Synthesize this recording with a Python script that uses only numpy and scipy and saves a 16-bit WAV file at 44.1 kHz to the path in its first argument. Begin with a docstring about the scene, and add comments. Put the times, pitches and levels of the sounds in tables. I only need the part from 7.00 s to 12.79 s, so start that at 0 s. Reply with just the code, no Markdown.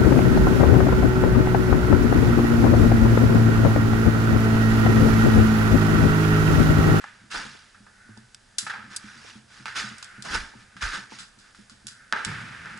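"""Firefight from a wrecked room

Heard from a body camera: shots crack and thud, their echoes roll over the open ground outside,
and a distant blast booms low near the end. The wearer turns from the window on a rubble floor:
cloth and grit scrape, gear and masonry knock, and the camera's case honks near 1.5 kHz."""
import sys
import numpy as np
from scipy import signal
from scipy.fft import rfft, irfft
from scipy.io import wavfile
from scipy.ndimage import uniform_filter1d

SR = 44100
rng = np.random.default_rng(int(sys.argv[2]) if len(sys.argv) > 2 else 0)


def materialize(psi):
    """Save the field psi as 16-bit PCM at rate SR to the path in sys.argv[1].

    A 1-D psi becomes a single channel; in a 2-D psi each row is a channel.
    """
    bounded = np.clip(np.atleast_2d(psi).T, -1, 1)
    quanta = np.round(bounded * 32767).astype(np.int16)
    wavfile.write(sys.argv[1], SR, quanta)


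N = 255339
TIME = np.arange(N) / SR
BAND_LIMIT_HZ = 11080

# Cue lists; levels are relative within each layer.
# gunfire rolling over open ground: t/s, level/dB, t60/s
ROLLS = [(-0.03, -41.5, 0.9), (1.585, -42.5, 0.45), (1.666, -46, 1.9), (2.657, -41, 4), (3.824, -45, 1.4),
         (5.126, -37.5, 15), (5.25, -31, 0.84)]
# hollow hums of the case: start/s, end/s, level/dB
HUMS = [(0.877, 1.282, -55.5), (2.0, 2.197, -54), (3.02, 3.275, -51), (4.843, 5.175, -54)]
# feet on rubble: t/s, press/s, crunch/dB, settling t60/s; then, against the crunch,
# case/dB, dull body/dB, air push/dB
STEPS = [(0.3, 0.019, -36.5, 0.88, -1.5, -17, -24), (0.333, 0.015, -36, 0.47, 4.5, -1, -9),
         (2.746, 0.029, -30.5, 0.49, 1, -12, -22), (3.237, 0.017, -39.5, 0.67, 1, -1, -16),
         (3.275, 0.068, -33.5, 0.44, 4, -6, -3.5), (3.336, 0.01, -29.5, 0.15, 7.5, -27, -5.5),
         (3.806, 0.02, -31.5, 0.49, 5.5, -17.5, -4), (3.913, 0.031, -34.5, 0.3, 4, -6.5, -28)]
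# cloth and gear rubbing: middle/s, length/s, level/dB, case against that level/dB
RUBS = [(1.942, 0.1, -47.5, 2.5), (2.09, 0.34, -52, 3), (2.275, 0.33, -52, -3), (2.287, 0.082, -48.5, -2),
        (2.572, 0.21, -52.5, 0), (2.977, 0.087, -64, -8), (3.615, 0.097, -58, -5),
        (4.142, 0.11, -47.5, -12), (4.212, 0.1, -50.5, 1), (4.474, 0.13, -61.5, 6)]
# the body bumping the camera mount: t/s, level/dB
BUMPS = [(0.239, -45.5), (0.452, -38), (0.805, -43.5), (1.091, -38.5), (1.175, -40), (1.628, -41.5),
         (1.787, -42), (1.84, -41), (1.876, -45), (1.911, -42.5), (2.042, -37), (2.159, -42.5),
         (2.356, -38.5), (2.597, -40), (2.838, -34.5), (2.91, -36.5), (3.182, -36.5), (3.552, -38),
         (3.758, -43.5), (3.976, -40.5), (4.123, -41.5), (4.588, -40.5), (4.716, -45.5), (4.846, -40.5),
         (5.745, -38.5)]
# loose masonry underfoot: t/s, level/dB
KNOCKS = [(0.455, -47), (0.55, -49.5), (1.09, -56), (1.171, -52.5), (2.246, -47.5), (3.35, -31.5),
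          (3.537, -49), (4.121, -42.5), (4.129, -49)]
# passing bullets and clicks of hard gear: t/s, level/dB, tilt/(dB per octave), room send/dB
CRACKS = [(0.0165, -38, -2, -13.5), (1.1749, -34.5, -2, -24), (1.3466, -29, 0, -46), (1.5842, -6, 3.5, -20),
          (1.9629, -9.5, 6.5, -34), (2.9827, -27, 6, -21), (3.027, -23, -2.5, -20.5), (3.044, -26, 2, -43),
          (3.2233, -20.5, 2, -23), (4.1873, -28.5, -2, -8.5), (4.386, -55.5, -1.5, 5.5),
          (4.6973, -34.5, -2.5, -13), (4.869, -17.5, 3.5, -27), (4.8819, -21, 0.5, -18.5),
          (5.249, -13.5, -1.5, -23), (5.776, -32.5, 2, -30)]
# shots, their strongest wall slaps, and two faint rustles of debris (at 3.767 and 4.548 s):
# t/s, level/dB; then, against that level, bright edge/dB, thud/dB, room send/dB;
# then room t60/s, room tilt/(dB per octave)
SHOTS_AND_DEBRIS = [(0.041, -20.5, -19, -14, -19.5, 0.59, 0), (0.746, -40.5, -44.5, -22, -4.5, 0.22, -3),
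                    (0.866, -41, -10, -7, -5, 0.24, -6.5), (1.666, -22.5, -15, -7.5, 1.5, 0.11, 1.5),
                    (1.697, -23, -21, -30, 2, 0.16, 0.5), (1.736, -27.5, -46, -11, -1.5, 0.57, -2),
                    (2.657, -27, 2, -5, 0, 0.34, 2), (2.682, -25, -5, -36, -7, 0.31, 2.5),
                    (3.767, -35, 0, -12, -5, 0.38, 4.5), (3.824, -22, 3, -23, -7, 0.58, -5.5),
                    (4.548, -45.5, 3, -17, -1, 0.63, 8), (5.1255, -10.5, -1.5, -15.5, -14, 0.4, -5.5),
                    (5.1339, -10, -41, -29, -12.5, 0.5, -3.5), (5.162, -14.5, -32, -36, -13.5, 1, -1.5),
                    (5.658, -28.5, -8, -16, -6, 0.63, -3.5)]

# Tone curves, all as f/Hz, level/dB.
AMBIENCE_EQ = [(12, -22), (28, 0), (55, -11.5), (120, -2.5), (160, -18.5), (198, -3.5), (290, -17.5),
               (600, -19.5), (850, -18.5), (1050, -20), (1500, -11.5), (2500, -21), (5200, -21),
               (7500, -22), (11000, -27)]  # rumble under thin hiss
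BOOM_EQ = [(20, -24), (60, -9.5), (110, -2), (160, -2), (230, -10.5), (310, -17.5), (450, -25.5),
           (1500, -80)]  # bass of the far blast
ROLL_EQ = [(200, -22), (600, -21), (1000, -16), (1280, -6), (1480, -2.5), (1720, -5.5), (2050, -7.5),
           (3200, -17.5), (4300, -22.5), (5050, -23.5), (6000, -25.5), (11000, -34)]  # nasal wash of far echoes
HUM_EQ = [(900, -39), (1300, -11), (1480, -1.5), (1660, -8), (1900, -10), (3000, -31)]  # main resonance of the case
GRIT_EQ = [(400, -29), (1300, 4.5), (2300, 1), (3300, -1.5), (4100, -2.5), (5000, -2), (6200, -4),
           (7800, -10), (9300, -13.5), (11000, -15.5)]  # bright crunch
HONK_EQ = [(500, -34), (1000, -18), (1270, 1), (1530, 4.5), (1750, 1), (2150, -8), (4000, -66)]  # the case under pressure
BODY_EQ = [(40, -28), (120, 1.5), (260, 7), (400, -0.5), (650, -2), (880, 4), (1200, 2), (2500, -48),
           (7000, -75)]  # dull body of a scrape
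PUSH_EQ = [(8, -20), (20, -7), (34, -1.5), (60, -7), (110, -17), (250, -32), (800, -45)]  # sub-bass of air at the microphone ports
PAT_EQ = [(50, -29), (130, -3), (260, 0.5), (340, -3), (480, -28), (1200, -73)]  # soft pat on the mount
KNOCK_EQ = [(100, -9), (280, 3.5), (480, 3), (650, -4), (900, 5), (1200, -9), (2500, -30), (7000, -70)]  # dull masonry
CRACK_EQ = [(200, -31), (800, -22), (1400, 3.5), (2100, -7), (3700, -1), (5000, 1.5), (6000, -0.5),
            (7000, -0.5), (7800, 3.5), (8600, -6), (9400, -3), (10100, -7), (11000, -5.5)]  # treble snap
MUZZLE_EQ = [(60, -40), (200, -17), (400, -19), (650, -15), (1000, -17), (1300, 4), (1720, 1.5), (2050, -9),
             (3000, -18.5), (4300, -54), (5300, -23), (11000, -47)]  # muzzle blast honking the case
THUD_EQ = [(60, -36), (200, 15), (420, -12), (800, 15), (1200, 1), (3000, -64), (7000, -82)]  # weight of a shot
ROOM_EQ = [(200, -33.5), (450, -19), (680, -21), (860, -8.5), (1100, -11), (1330, 2.5), (1720, -1),
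           (2150, -7.5), (2800, -13), (3700, -15.5), (5200, -19.5), (11000, -36.5)]  # midrange answer of the room

# low modes of the mount: f/Hz, level/dB, t60/s
MOUNT_MODES = [(83.4, -23.5, 0.73), (124.3, -8.5, 0.38), (158, -10, 0.034), (203.6, -1.5, 0.18),
               (231, -10, 0.052), (280, -22, 0.017)]
# narrow resonances of the case, common to every sound: f/Hz, width/Hz, boost/dB
CASE_MODES = [(893, 67, 3), (1237, 5.8, 6), (1500, 14, 4.5), (1606, 31, 4), (1754, 26, 5.5), (2590, 14, 6),
              (2930, 10, 3.5), (3514, 43, 4.5), (3950, 15, 5.5), (4720, 16.4, 9), (5060, 280, 3.5)]
# stereo width of the mix, narrowing to nearly mono in the treble: f/Hz, side gain/dB
STEREO_WIDTH = [(60, -22), (190, -19), (340, 2), (610, 3), (1100, -10), (1960, -8), (3500, -4.5),
                (6300, -14), (11000, -32.5)]
# stereo balance of the mix: f/Hz, left minus right/dB
STEREO_BALANCE = [(60, -3.5), (120, -0.5), (220, -3.5), (430, 0), (820, -3.5), (1580, -0.5), (3030, -2.5),
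                  (5830, -1.5), (11200, 1.5)]


def amp(db):
    """Decibels to gain."""
    return 10 ** (np.asarray(db) / 20)


def unit(x):
    """Scales to rms 1."""
    return x / np.sqrt(np.mean(x ** 2) + 1e-20)


def curve_at(points, hz):
    """Reads a curve on a log-frequency axis."""
    f, value = np.transpose(points)
    return np.interp(np.log(hz + 1), np.log(f), value)


def add(mix, s, sound):
    """Mixes a sound in at s seconds."""
    part = mix[:, max(round(s * SR), 0):][:, :sound.shape[1]]
    part += sound[:, :part.shape[1]]


def eq(x, points, tilt_db=0, size=4096):
    """Minimum-phase filter of unit energy, so that the curve's peaks ring after a hit."""
    hz = abs(np.fft.fftfreq(size, 1 / SR))
    octaves = np.log2(np.clip(hz, points[0][0], BAND_LIMIT_HZ))
    log_gain = np.log(amp(curve_at(points, hz) + tilt_db * octaves))
    response = np.exp(np.conj(signal.hilbert(log_gain)))
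    taps = np.fft.ifft(response).real[:size // 2]
    return signal.oaconvolve(x, taps[None] / np.linalg.norm(taps), axes=1)[:, :x.shape[1]]


def surge(start, rise, t60):
    """Envelope that ramps to 1, then dies away."""
    t = TIME - start
    return np.clip(t / rise, 0, 1) * amp(-60 * np.maximum(t - rise, 0) / t60)


def arch(middle, length):
    """Envelope that swells to 1 and sinks again."""
    return np.cos(np.pi * np.clip((TIME - middle) / length, -.5, .5))


def hiss(size):
    """Independent white noise for mid and side."""
    return rng.standard_normal((2, size))


def grains(size, per_s, spread_db):
    """Random clicks of uneven strength for mid and side, rms 1."""
    strength = amp(spread_db * np.minimum(rng.exponential(1, size), 4))
    return unit(hiss(size) * strength * (rng.random(size) < per_s / SR))


def hit(direct_db, scatter_db, scatter_t60, size=4096):
    """One centred impulse and its quick scatter off near surfaces."""
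    t = np.arange(size) / SR
    out = grains(size, per_s=9000, spread_db=-2.5) * amp(scatter_db - 60 * t / scatter_t60)
    out[0, 0] += amp(direct_db)
    return out


def ambience():
    """A steady bed of microphone hiss and faint rumble from the surroundings."""
    return amp(-57.5) * eq(hiss(N), AMBIENCE_EQ)


def distant_boom(start_s=5.255, rise_s=0.018):
    """A distant blast swells quickly and leaves a long low rumble."""
    blast = amp(-35.5) * surge(start_s, rise_s, t60=0.4)
    rumble = amp(-42) * surge(start_s, rise_s, t60=2.6)
    return eq(hiss(N), BOOM_EQ) * np.hypot(blast, rumble)


def rolling_echoes(gather_s=0.043):
    """Countless far echoes of gunfire gather and fade as an uneven wash, heard through the case."""
    envelope = np.sqrt(sum((amp(db) * surge(s, gather_s, t60)) ** 2 for s, db, t60 in ROLLS))
    wander = uniform_filter1d(uniform_filter1d(rng.standard_normal(N), size=600), size=400)
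    lumps = amp(1.04 * unit(wander))  # single echoes stand out
    return amp(-4.5) * eq(hiss(N) * lumps * envelope, ROLL_EQ)


def room_tail(t60, size=32768):
    """Dense reflections of the room build in a few milliseconds and die away."""
    t = np.arange(size) / SR
    attack = 1 - np.exp(-t / 0.0013)
    return grains(size, per_s=8000, spread_db=0.4) * attack * amp(-60 * t / t60)


def case_hums():
    """Far echoes stir only the strongest resonance of the case."""
    envelope = sum(amp(db) * arch((start + end) / 2, end - start) for start, end, db in HUMS)
    return eq(hiss(N) * envelope, HUM_EQ)


def pebbles(per_s=1500, spread_db=3, t60=0.028, count=36, size=4096):
    """Small stones clash; each rings very briefly at a pitch of its own."""
    out, t = np.zeros((2, N)), np.arange(size) / SR
    shape = (2, round(per_s * N / SR / count))
    for hz in np.linspace(2000, 10500, count) * rng.uniform(.96, 1.04, count):
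        at = rng.integers(0, N, shape)
        strength = amp(spread_db * np.minimum(rng.exponential(1, shape), 3))
        clashes = np.zeros((2, N))
        np.put_along_axis(clashes, at, strength, axis=1)
        ring = amp(-60 * t / t60) * np.sin(2 * np.pi * hz * t)
        out += signal.oaconvolve(clashes, ring[None], axes=1)[:, :N]
    return unit(out)


def scrapes(push_lag_s=0.01, push_t60=0.29, rub_body_db=-10):
    """Cloth and grit slip in dense tiny catches; pressure rings the case and pushes air at the ports."""
    power = np.zeros((4, N))  # rows: grit, case, body, push
    for start, press, db, t60, case_db, body_db, push_db in STEPS:
        slide = amp(db) * surge(start, press, t60)
        weight = amp(db + push_db) * surge(start + push_lag_s, press, push_t60)  # lands after the crunch
        power[:3] += (slide * amp([[0], [case_db], [body_db]])) ** 2
        power[3] += weight ** 2
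    for middle, length, db, case_db in RUBS:
        rub = amp(db) * arch(middle, length)
        power[:3] += (rub * amp([[0], [case_db], [rub_body_db]])) ** 2
    grit, case, body, push = np.sqrt(power)
    slips = unit(grains(N, per_s=5000, spread_db=0.5) + amp(-5) * pebbles())
    crunch = amp(0.5) * eq(slips * grit, GRIT_EQ)
    honk = amp(-2.5) * eq(grains(N, per_s=7000, spread_db=0.4) * case, HONK_EQ)
    rumble = amp(-1.5) * eq(hiss(N) * body, BODY_EQ)
    air = amp(2) * eq(hiss(N) * push, PUSH_EQ)
    return crunch + honk + rumble + air


def mount_bumps(jostle_count=16, jostle_db=-49, size=16384):
    """Each soft knock rings the low modes of the mount; where it lands shifts their pitch and balance."""
    out, t = np.zeros((2, N)), np.arange(size) / SR
    hz, mode_db, t60 = np.transpose(MOUNT_MODES)[:, :, None]
    attack = 1 - np.exp(-t / 0.003)
    # light jostles at uneven moments fill in between the firmer bumps
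    jostle_times = (np.arange(jostle_count) + rng.random(jostle_count)) / jostle_count * TIME[-1]
    for s, db in BUMPS + [(s, jostle_db) for s in jostle_times]:
        detune, emphasis = rng.standard_normal((2, 2, len(MOUNT_MODES), 1))
        decay = amp(mode_db + 2.66 * emphasis - 60 * t / t60)
        modes = decay * np.sin(2 * np.pi * hz * (1 + 0.061 * detune) * t)
        pat = eq(hit(direct_db=6, scatter_db=-13, scatter_t60=0.19, size=size), PAT_EQ)
        add(out, s, amp(db) * (modes.sum(1) * attack + amp(-0.5) * pat))
    return amp(-1) * out


def masonry_knocks():
    """Lumps of masonry tip and land without ringing."""
    out = np.zeros((2, N))
    for s, db in KNOCKS:
        add(out, s, amp(db) * eq(hit(direct_db=12, scatter_db=-3.5, scatter_t60=0.043), KNOCK_EQ))
    return amp(5) * out


def cracks(side_db=7):
    """Bullets and hard gear snap brightly; loud ones rattle longer, and the walls add a sizzling tail."""
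    out = np.zeros((2, N))
    for s, db, tilt_db, room_db in CRACKS:
        shock = hit(direct_db=6.5, scatter_db=-7, scatter_t60=0.063 * amp(0.31 * db))
        add(out, s, amp(db) * eq(shock, CRACK_EQ, tilt_db))
        add(out, s, amp(db + room_db) * eq(room_tail(t60=0.31), CRACK_EQ, tilt_db))
    return amp(-3) * out * amp([[0], [side_db]])


def shots_and_debris():
    """Each shot, slap or rustle honks the case, with an edge and a thud; the room answers in the mids."""
    out = np.zeros((2, N))
    for s, db, edge_db, thud_db, room_db, room_t60, tilt_db in SHOTS_AND_DEBRIS:
        honk = eq(hit(direct_db=16.5, scatter_db=-3.5, scatter_t60=0.031), MUZZLE_EQ)
        edge = eq(hit(direct_db=19, scatter_db=-1, scatter_t60=0.017), GRIT_EQ, tilt_db=-2.5)
        thud = eq(hit(direct_db=12.5, scatter_db=-2, scatter_t60=0.054), THUD_EQ)
        add(out, s, amp(db) * (honk + amp(edge_db) * edge + amp(thud_db) * thud))
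        add(out, s, amp(db + room_db) * eq(room_tail(room_t60), ROOM_EQ, tilt_db))
    return amp(-7) * out


def scene():
    """All layers, mixed as mid and side, ring the case and spread to left and right."""
    background = ambience() + distant_boom() + rolling_echoes()
    foley = case_hums() + scrapes() + mount_bumps() + masonry_knocks()
    mix = amp(-1.05) * (background + foley + cracks() + shots_and_debris())
    hz = np.fft.rfftfreq(2 * N, 1 / SR)
    case_ring = 1 + sum((amp(db) - 1) / (1 + 2j * (hz - f) / width) for f, width, db in CASE_MODES)
    mid, side = rfft(mix, 2 * N) * case_ring
    side *= amp(curve_at(STEREO_WIDTH, hz))
    lean = amp(curve_at(STEREO_BALANCE, hz) / 2)
    left, right = (mid + side) * lean, (mid - side) / lean
    return irfft(np.array([left, right]), 2 * N)[:, :N]


def record(dry):
    """The camera's band limit cuts off the top end steeply."""
    taps = signal.firwin(601, BAND_LIMIT_HZ, window=("kaiser", 8), fs=SR)
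    return signal.oaconvolve(dry, taps[None], "same", axes=1)


dry = scene()
out = record(dry)
materialize(out)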